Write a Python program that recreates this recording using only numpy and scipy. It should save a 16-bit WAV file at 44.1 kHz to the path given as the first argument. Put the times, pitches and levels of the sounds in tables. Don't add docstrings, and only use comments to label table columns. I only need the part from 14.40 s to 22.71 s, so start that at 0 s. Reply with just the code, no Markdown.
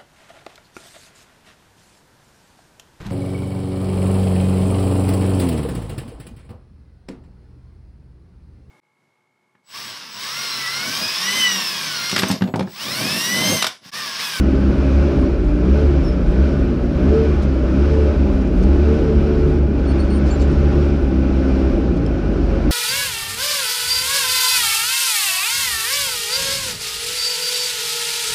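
import sys
import numpy as np
from scipy import signal
from scipy.fft import rfft, irfft
from scipy.io import wavfile
from scipy.ndimage import uniform_filter1d

SR = 44100
rng = np.random.default_rng(int(sys.argv[2]) if len(sys.argv) > 2 else 0)


def gain_from_db(level_db):
    decades = np.asarray(level_db, float) / 20
    return 10 ** decades


def wav_out(sig):
    wavfile.write(sys.argv[1], SR, np.round(np.clip(np.atleast_2d(sig).T, -1, 1) * 32767).astype(np.int16))


N = 366471


def unit(x):
    return x / np.sqrt(np.mean(x ** 2))


def walk(rate_hz):
    hold = int(SR / rate_hz)
    steps = np.repeat(rng.standard_normal(N // hold + 1), hold)
    slewed = uniform_filter1d(uniform_filter1d(steps, hold), hold)
    return 1.41 * slewed[:N]


def peaks_db(hz, modes):
    return sum(db / (1 + (2 * (hz - f) / width) ** 2) for f, width, db in modes)


def coloured_noise(shape, modes=()):
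    hz = np.arange(1, N // 2 + 2) * SR / N
    f, db = np.transpose(shape)
    shape_db = np.interp(np.log(hz), np.log(f), db, -120, -120)
    return rfft(rng.standard_normal(N)) * gain_from_db(shape_db + peaks_db(hz, modes))


def patches(x, patch_hz, patch_s):
    f, t, cells = signal.stft(x, SR, nperseg=1024)
    field = rng.standard_normal(cells.shape)
    field = uniform_filter1d(field, max(1, int(patch_hz / f[1])), axis=0)
    field = uniform_filter1d(field, max(1, int(patch_s / (t[1] - t[0]))), axis=1)
    return cells, f[:, None], unit(field)


def flicker(spectrum, patch_hz, patch_s, patchy_db):
    cells, _, field = patches(irfft(spectrum, N), patch_hz, patch_s)
    return unit(signal.istft(cells * gain_from_db(patchy_db * field), SR)[1][:N])


def add(out, s, sound):
    i = int(s * SR)
    out[i:i + len(sound)] += sound[:N - i]


# start in seconds, end in seconds, pitch in Hz, level in dB rms.
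HUMS = [
    (0, 5.1, 597, -40),
    (5.4, 8.6, 802, -48),
    (7.55, 8.8, 732, -46),
    (7.6, 8.8, 700, -47),
    (7.3, 8.1, 544, -41),
    (0, 8.6, 2390, -63),
    (7.9, 8.7, 69.5, -22),
]


def hums():
    t, out = np.arange(N) / SR, np.zeros(N)
    for start, end, hz, db in HUMS:
        swell = np.clip(np.minimum(t - start + 0.21, end - t) / 0.43, 0, 1)
        tone = np.sin(2 * np.pi * hz * t + 0.59 * walk(6))
        out += np.sqrt(2) * gain_from_db(db + 2.0 * walk(6.1)) * swell * tone
    return out


# frequency in Hz, level in dB per Hz.
RUMBLE = [(18, -24), (60, 1), (82, -4.5), (113, -15), (280, -7), (344, -6.5), (477, -19), (566, -19),
          (655, -26.5), (759, -31.5), (831, -27.5), (900, -57), (1170, -67.5), (1980, -120)]


def rumble(db):
    return flicker(coloured_noise(RUMBLE), 61, .1, patchy_db=1.5) * gain_from_db(db - 1.0)


# time in seconds, peak level in dB.
JOLTS = [(.38, -22.5), (.72, -22.5), (.93, -24.5), (1.08, -13.5), (1.36, -22), (1.64, -16.5), (1.89, -14.5),
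         (2.21, -18.5), (2.45, -18.5), (2.57, -18), (2.95, -26), (3.15, -19.5), (3.6, -27.5), (3.76, -21.5),
         (3.94, -14), (4.18, -12.5), (4.38, -22.5), (4.6, -19), (4.82, -19), (4.98, -16.5), (5.1, -16),
         (5.38, -21), (5.65, -20.5), (5.97, -16), (6.11, -16.5), (6.63, -15.5), (7.2, -22), (7.34, -19),
         (7.54, -25), (7.74, -24)]
JOLT_RISE_DB_S, JOLT_FALL_DB_S, FRAME_REST_DB = 138.5, 120, -29.5


def jolts():
    t = np.arange(N) / SR
    swells = [db - np.where(t < s, JOLT_RISE_DB_S * (s - t), JOLT_FALL_DB_S * (t - s)) for s, db in JOLTS]
    return np.maximum(np.max(swells, axis=0), FRAME_REST_DB)


SHUDDER_HZ, SHUDDER_WIDTH_HZ = 44.86, 21


def shudder(db):
    hz = np.arange(N // 2 + 1) * SR / N
    mode = 1 / (1 + (2 * (hz - SHUDDER_HZ) / SHUDDER_WIDTH_HZ) ** 2) ** 0.55
    mode *= np.clip(hz / 28, 0, 1) ** 2
    skirt = unit(irfft(rfft(rng.standard_normal(N)) * mode, N))
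    boom = np.sin(2 * np.pi * np.cumsum(SHUDDER_HZ * (1 + .035 * walk(8))) / SR)
    return unit(boom + 0.38 * skirt) * gain_from_db(db)


# start in seconds, length in seconds, level in dB.
SCRAPES = [(.13, 0.043, -57), (1.04, 0.016, -54), (3.015, 0.031, -45), (4.004, 0.028, -52),
           (4.069, 0.013, -51), (4.216, 0.037, -45), (5.557, .08, -56), (5.638, 0.024, -52.5),
           (5.85, .07, -44), (5.994, 0.047, -44), (6.106, 0.027, -53), (6.39, 0.098, -57),
           (7.56, 0.024, -49)]


def scrapes():
    out = np.zeros(N)
    band = signal.butter(1, [2500, 6000], "band", fs=SR, output="sos")
    hiss = unit(signal.sosfilt(band, rng.standard_normal(N)))
    hiss = signal.sosfilt(signal.butter(2, 9000, fs=SR, output="sos"), hiss) * gain_from_db(1.5 * walk(150))
    for s, length_s, db in SCRAPES:
        n, i = int(length_s * SR), int(s * SR)
        add(out, s, gain_from_db(db) * np.sin(np.linspace(0, np.pi, n)) * hiss[i:i + n])
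    return out


# time in seconds, level in dB.
CLINKS = [
    (7.663, -33),
    (7.679, -49),
]
# frequency in Hz, level in dB, t60 in seconds.
PIN_MODES = [(3170, 3, 0.01502), (5260, 3, 0.02), (7530, -9, .015), (9800, -11, 0.019), (12600, -29, .012)]


def clinks():
    out, t = np.zeros(N), np.arange(int(.05 * SR)) / SR
    ring = sum(gain_from_db(db - 60 * t / t60) * np.sin(2 * np.pi * hz * t) for hz, db, t60 in PIN_MODES)
    for s, db in CLINKS:
        add(out, s, gain_from_db(db) * np.clip(t / .001, 0, 1) * ring)
    return out


# time in seconds, peak level in dB, pitch in Hz.
KNOCKS = [
    (0.507, -23, 550),
    (0.829, -11, 568),
    (2.005, -28, 573),
    (3.899, -11, 542),
    (4.635, -22, 527),
    (6.32, -17, 600),
    (6.614, -25, 524),
    (8.067, -30, 532.7),
    (8.187, -26, 567),
]


def knocks(t60, lift_db):
    out, t = np.zeros(N), np.arange(int(.1 * SR)) / SR
    decay = np.exp(-np.log(1000) * t / t60)
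    for s, db, hz in KNOCKS:
        ring = np.sin(2 * np.pi * hz * t) + .5 * np.sin(2 * np.pi * 1.87 * hz * t)
        add(out, s, gain_from_db(db + lift_db) * ring * decay)
    return out


# start in seconds, length in seconds, start pitch in Hz, end pitch in Hz, level in dB.
WHISTLES = [ (0.512, .06, 6400, 6450, -64), (1.631, .115, 5450, 5220, -45), (5.45, .015, 3450, 3410, -52),
            (5.51, .08, 3200, 3800, -55), (5.73, 0.012, 4400, 4800, -43), (5.862, 0.029, 4170, 4060, -50),
            (5.89, .035, 4420, 4480, -46), (5.901, .062, 7140, 7400, -47), (5.951, .022, 4080, 4060, -50),
            (5.989, .02, 5350, 5300, -53), (5.99, .025, 7364, 7350, -56), (5.993, .04, 4450, 4419, -48),
            (6.008, .045, 7360, 7210, -48.5), (6.105, .028, 8400, 8350, -64), (6.41, .03, 5550, 5530, -53)]
WHISTLE_OCTAVE_DB = -21
# start in seconds, length in seconds, pitch in Hz, level in dB, octave in dB over the first partial.
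SQUEALS = [
    (0.05, 0.28, 4510, -66, -3),
    (.783, .045, 4420, -63, 6),
    (5.465, 0.068, 4350, -46, -8),
    (5.579, 0.061, 4380, -46, -10),
    (5.699, 0.06, 4320, -45.5, -7),
    (5.725, 0.073, 4440, -61, 11),
]
SQUEAL_RISE_HZ = 60


def squeaks():
    out, grip = np.zeros(N), walk(120)
    waver = .002 * walk(60) + .008 * walk(900)
    rows = [(*row, WHISTLE_OCTAVE_DB) for row in WHISTLES]
    rows += [(s, length_s, hz, hz + SQUEAL_RISE_HZ, db, octave_db) for s, length_s, hz, db, octave_db in SQUEALS]
    for s, length_s, start_hz, end_hz, db, octave_db in rows:
        n, i = int(length_s * SR), int(s * SR)
        hz = np.linspace(start_hz, end_hz, n) * (1 + waver[i:i + n])
        turns = 2 * np.pi * np.cumsum(hz) / SR
        overtones = np.sin(2 * turns) + gain_from_db(-20) * np.sin(3 * turns)
        tones = np.sin(turns) + gain_from_db(octave_db) * overtones
        swell = np.sin(np.pi * np.linspace(0, 1, n) ** 0.8) ** 0.75
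        add(out, s, gain_from_db(db + 4.5 + 3 * grip[i:i + n]) * swell * tones)
    return out


# frequency in Hz, level in dB per Hz.
CLATTER = [(290, -33), (500, -12.5), (586, -0.5), (629, -6), (748, -11.5), (816, -13.5), (902, -13.5),
           (1470, -13.5), (1910, -20.5), (2470, -19), (3540, -27.5), (4930, -29.5), (7270, -42.5),
           (12400, -51), (15600, -65.5)]
# frequency in Hz, width in Hz, lift in dB.
PANELS = [(538.6, 28, 11.5), (600, 25, -0.5), (831, 26, 5.5), (1334, 130, 2.5), (1493, 59, 5),
          (2378, 13, 7), (4580, 100, -1.5), (5650, 1000, 3.5)]
CLATTER_DB, CLATTER_DB_PER_HZ, CLATTER_DB_PER_HZ_S = -38, 0.17, 0.0308


def clatter(db):
    noise = flicker(coloured_noise(CLATTER, PANELS), 70, .07, patchy_db=1.4)
    treble = signal.sosfiltfilt(signal.butter(2, 3000, "high", fs=SR, output="sos"), noise)
    brighter = gain_from_db(0.4 * (db - db.mean())) - 1
    return (noise + treble * brighter) * gain_from_db(db + 6.5)


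# time in seconds, level in dB.
EFFORT = [(0, 0), (.85, 1), (1.05, -2), (1.5, .5), (2.4, -1), (2.9, .5), (3.2, -1), (3.55, 0), (4.1, -1.5),
          (4.5, -0.5), (5.05, -2), (5.27, -3.5), (5.55, -1), (6.4, 0), (6.7, -2), (7.15, 0.5), (7.55, -0.5),
          (8.31, 1.5)]


def effort():
    s, db = np.transpose(EFFORT)
    return np.interp(np.arange(N) / SR, s, db)


# ease time in seconds, firing rate then in Hz, rate the governor pulls to in Hz,
# pull time in seconds, bite time in seconds.
SHOVES = [ (0, 66.7, 66.6, .2, .3), (.47, 66.6, 70.1, .17, .7), (1.11, 58.3, 58.3, .03, 1.15),
          (1.16, 58.3, 72.8, .27, 1.44), (1.88, 57.1, 69.2, .19, 2.12), (2.52, 57.3, 74, .26, 2.84),
          (3.13, 65.3, 63.2, .12, 3.25), (3.27, 63.2, 73, .24, 3.52), (3.7, 71.9, 68.5, .11, 3.81),
          (4.07, 64.9, 60.2, .09, 4.16), (4.17, 60.2, 70.4, .16, 4.33), (4.35, 70.4, 74.8, .25, 4.6),
          (4.79, 71.7, 73.2, .13, 4.93), (5.17, 72, 63.9, .2, 5.37), (5.38, 63.9, 68, .26, 5.64),
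          (5.66, 68, 71, .75, 6.52), (6.69, 66.3, 66.1, .2, 7.31), (7.92, 47.3, 45.7, .15, 8.3)]


def speed():
    t, hz = np.arange(N) / SR, np.zeros(N)
    following = SHOVES[1:] + [(N / SR + 1, SHOVES[-1][2])]
    for (s, low_hz, aim_hz, pull_s, bite), (end, next_low_hz, *_) in zip(SHOVES, following):
        rise = np.sin(np.pi / 2 * np.clip((t - s) / pull_s, 0, 1)) ** 2
        sag = np.clip((t - bite) / max(end - bite, .01), 0, 1)
        shove_hz = low_hz + (aim_hz - low_hz) * rise + (next_low_hz - aim_hz) * sag
        hz = np.where(t >= s, shove_hz, hz)
    return uniform_filter1d(hz, int(0.053 * SR))


# multiple of the firing rate, level in dB rms, share of the surge.
ORDERS = [(1.5, -40.5, .5), (2, -34, .5), (2.1, -37.5, .1), (2.5, -36.5, .5), (3, -29, 2), (4, -32, .8),
          (5, -31.5, .8), (6, -38.5, .3), (7, -49, .5), (8, -45.5, .5)]
# frequency in Hz, width in Hz, lift in dB.
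PIPE = [(70, 10, 7), (143, 14, 8), (198, 24, 4), (265, 16, 8), (360, 23, 7), (418, 20, 2.5), (441, 22, 17)]
FIRING_DB, SURGE_DB_PER_HZ_S, IDLE_FADE_DB = -22, 0.0316, 8.5


def firing(hz, choke_db, effort_db):
    turns = 2 * np.pi * np.cumsum(hz * (1 + 0.0019 * walk(25))) / SR
    surge_db = SURGE_DB_PER_HZ_S * np.clip(np.gradient(hz) * SR, -30, 80)
    levels = [(1, FIRING_DB + peaks_db(hz, PIPE) + surge_db - choke_db)]
    for k, db, share in ORDERS:
        drive_db = share * surge_db + 0.92 * effort_db
        levels.append((k, db + peaks_db(k * hz, PIPE) + drive_db + 2.3 * walk(9)))
    out = np.zeros(N)
    for k, db in levels:
        phase = k * turns + 2 * np.pi * rng.random() + .06 * k * walk(14)
        out += np.sqrt(2) * gain_from_db(db + 1.13 * walk(16)) * np.sin(phase)
    return out


def scene():
    hz, shudder_db, effort_db = speed(), jolts(), effort()
    gaining_hz_s = uniform_filter1d(np.clip(np.gradient(hz) * SR, -40, 20), int(.08 * SR))
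    work_db = effort_db + CLATTER_DB_PER_HZ * (np.maximum(hz, 57) - 67) + CLATTER_DB_PER_HZ_S * gaining_hz_s
    choke_db = 0.3 * (shudder_db - shudder_db.mean())
    idle = np.clip((54 - hz) / 6, 0, 1)
    gas = rumble(-18.5 + 0.15 * work_db + 0.98 * walk(9))
    body = hums() + gas + shudder(shudder_db - 5 * idle) + clatter(CLATTER_DB + work_db)
    tracks = scrapes() + clinks() + knocks(t60=0.077, lift_db=-13) + squeaks()
    engine = firing(hz, choke_db, effort_db - IDLE_FADE_DB * idle)
    return (body + tracks + engine)[None]


def mottle_treble(x):
    cells, hz, field = patches(x, 170, .07)
    patch_floor = np.interp(hz, [5500, 8000, 12000, 13500, 15700], [-3, -1.1, -.5, -.3, .3])
    size = uniform_filter1d(np.abs(cells), 3, axis=1)
    faint = size < uniform_filter1d(size, 15, axis=0) * np.interp(hz, [5000, 8000, 12000], [0, .75, .95])
    edge_hz = 14500 + 600 * walk(40) + 500 * walk(3)
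    above_edge = hz > edge_hz[np.linspace(0, N - 1, cells.shape[1]).astype(int)]
    muted = (field < patch_floor) | faint | above_edge
    return signal.istft(cells * np.where(muted, .02, 1), SR)[1][:N]


def band_limit(x):
    return signal.sosfilt(signal.butter(12, 15740, fs=SR, output="sos"), x)


def record(dry):
    limited = np.tanh(1.1 * dry[0]) / 1.1
    return band_limit(mottle_treble(limited)[None])


dry = scene()
out = record(dry)
wav_out(out)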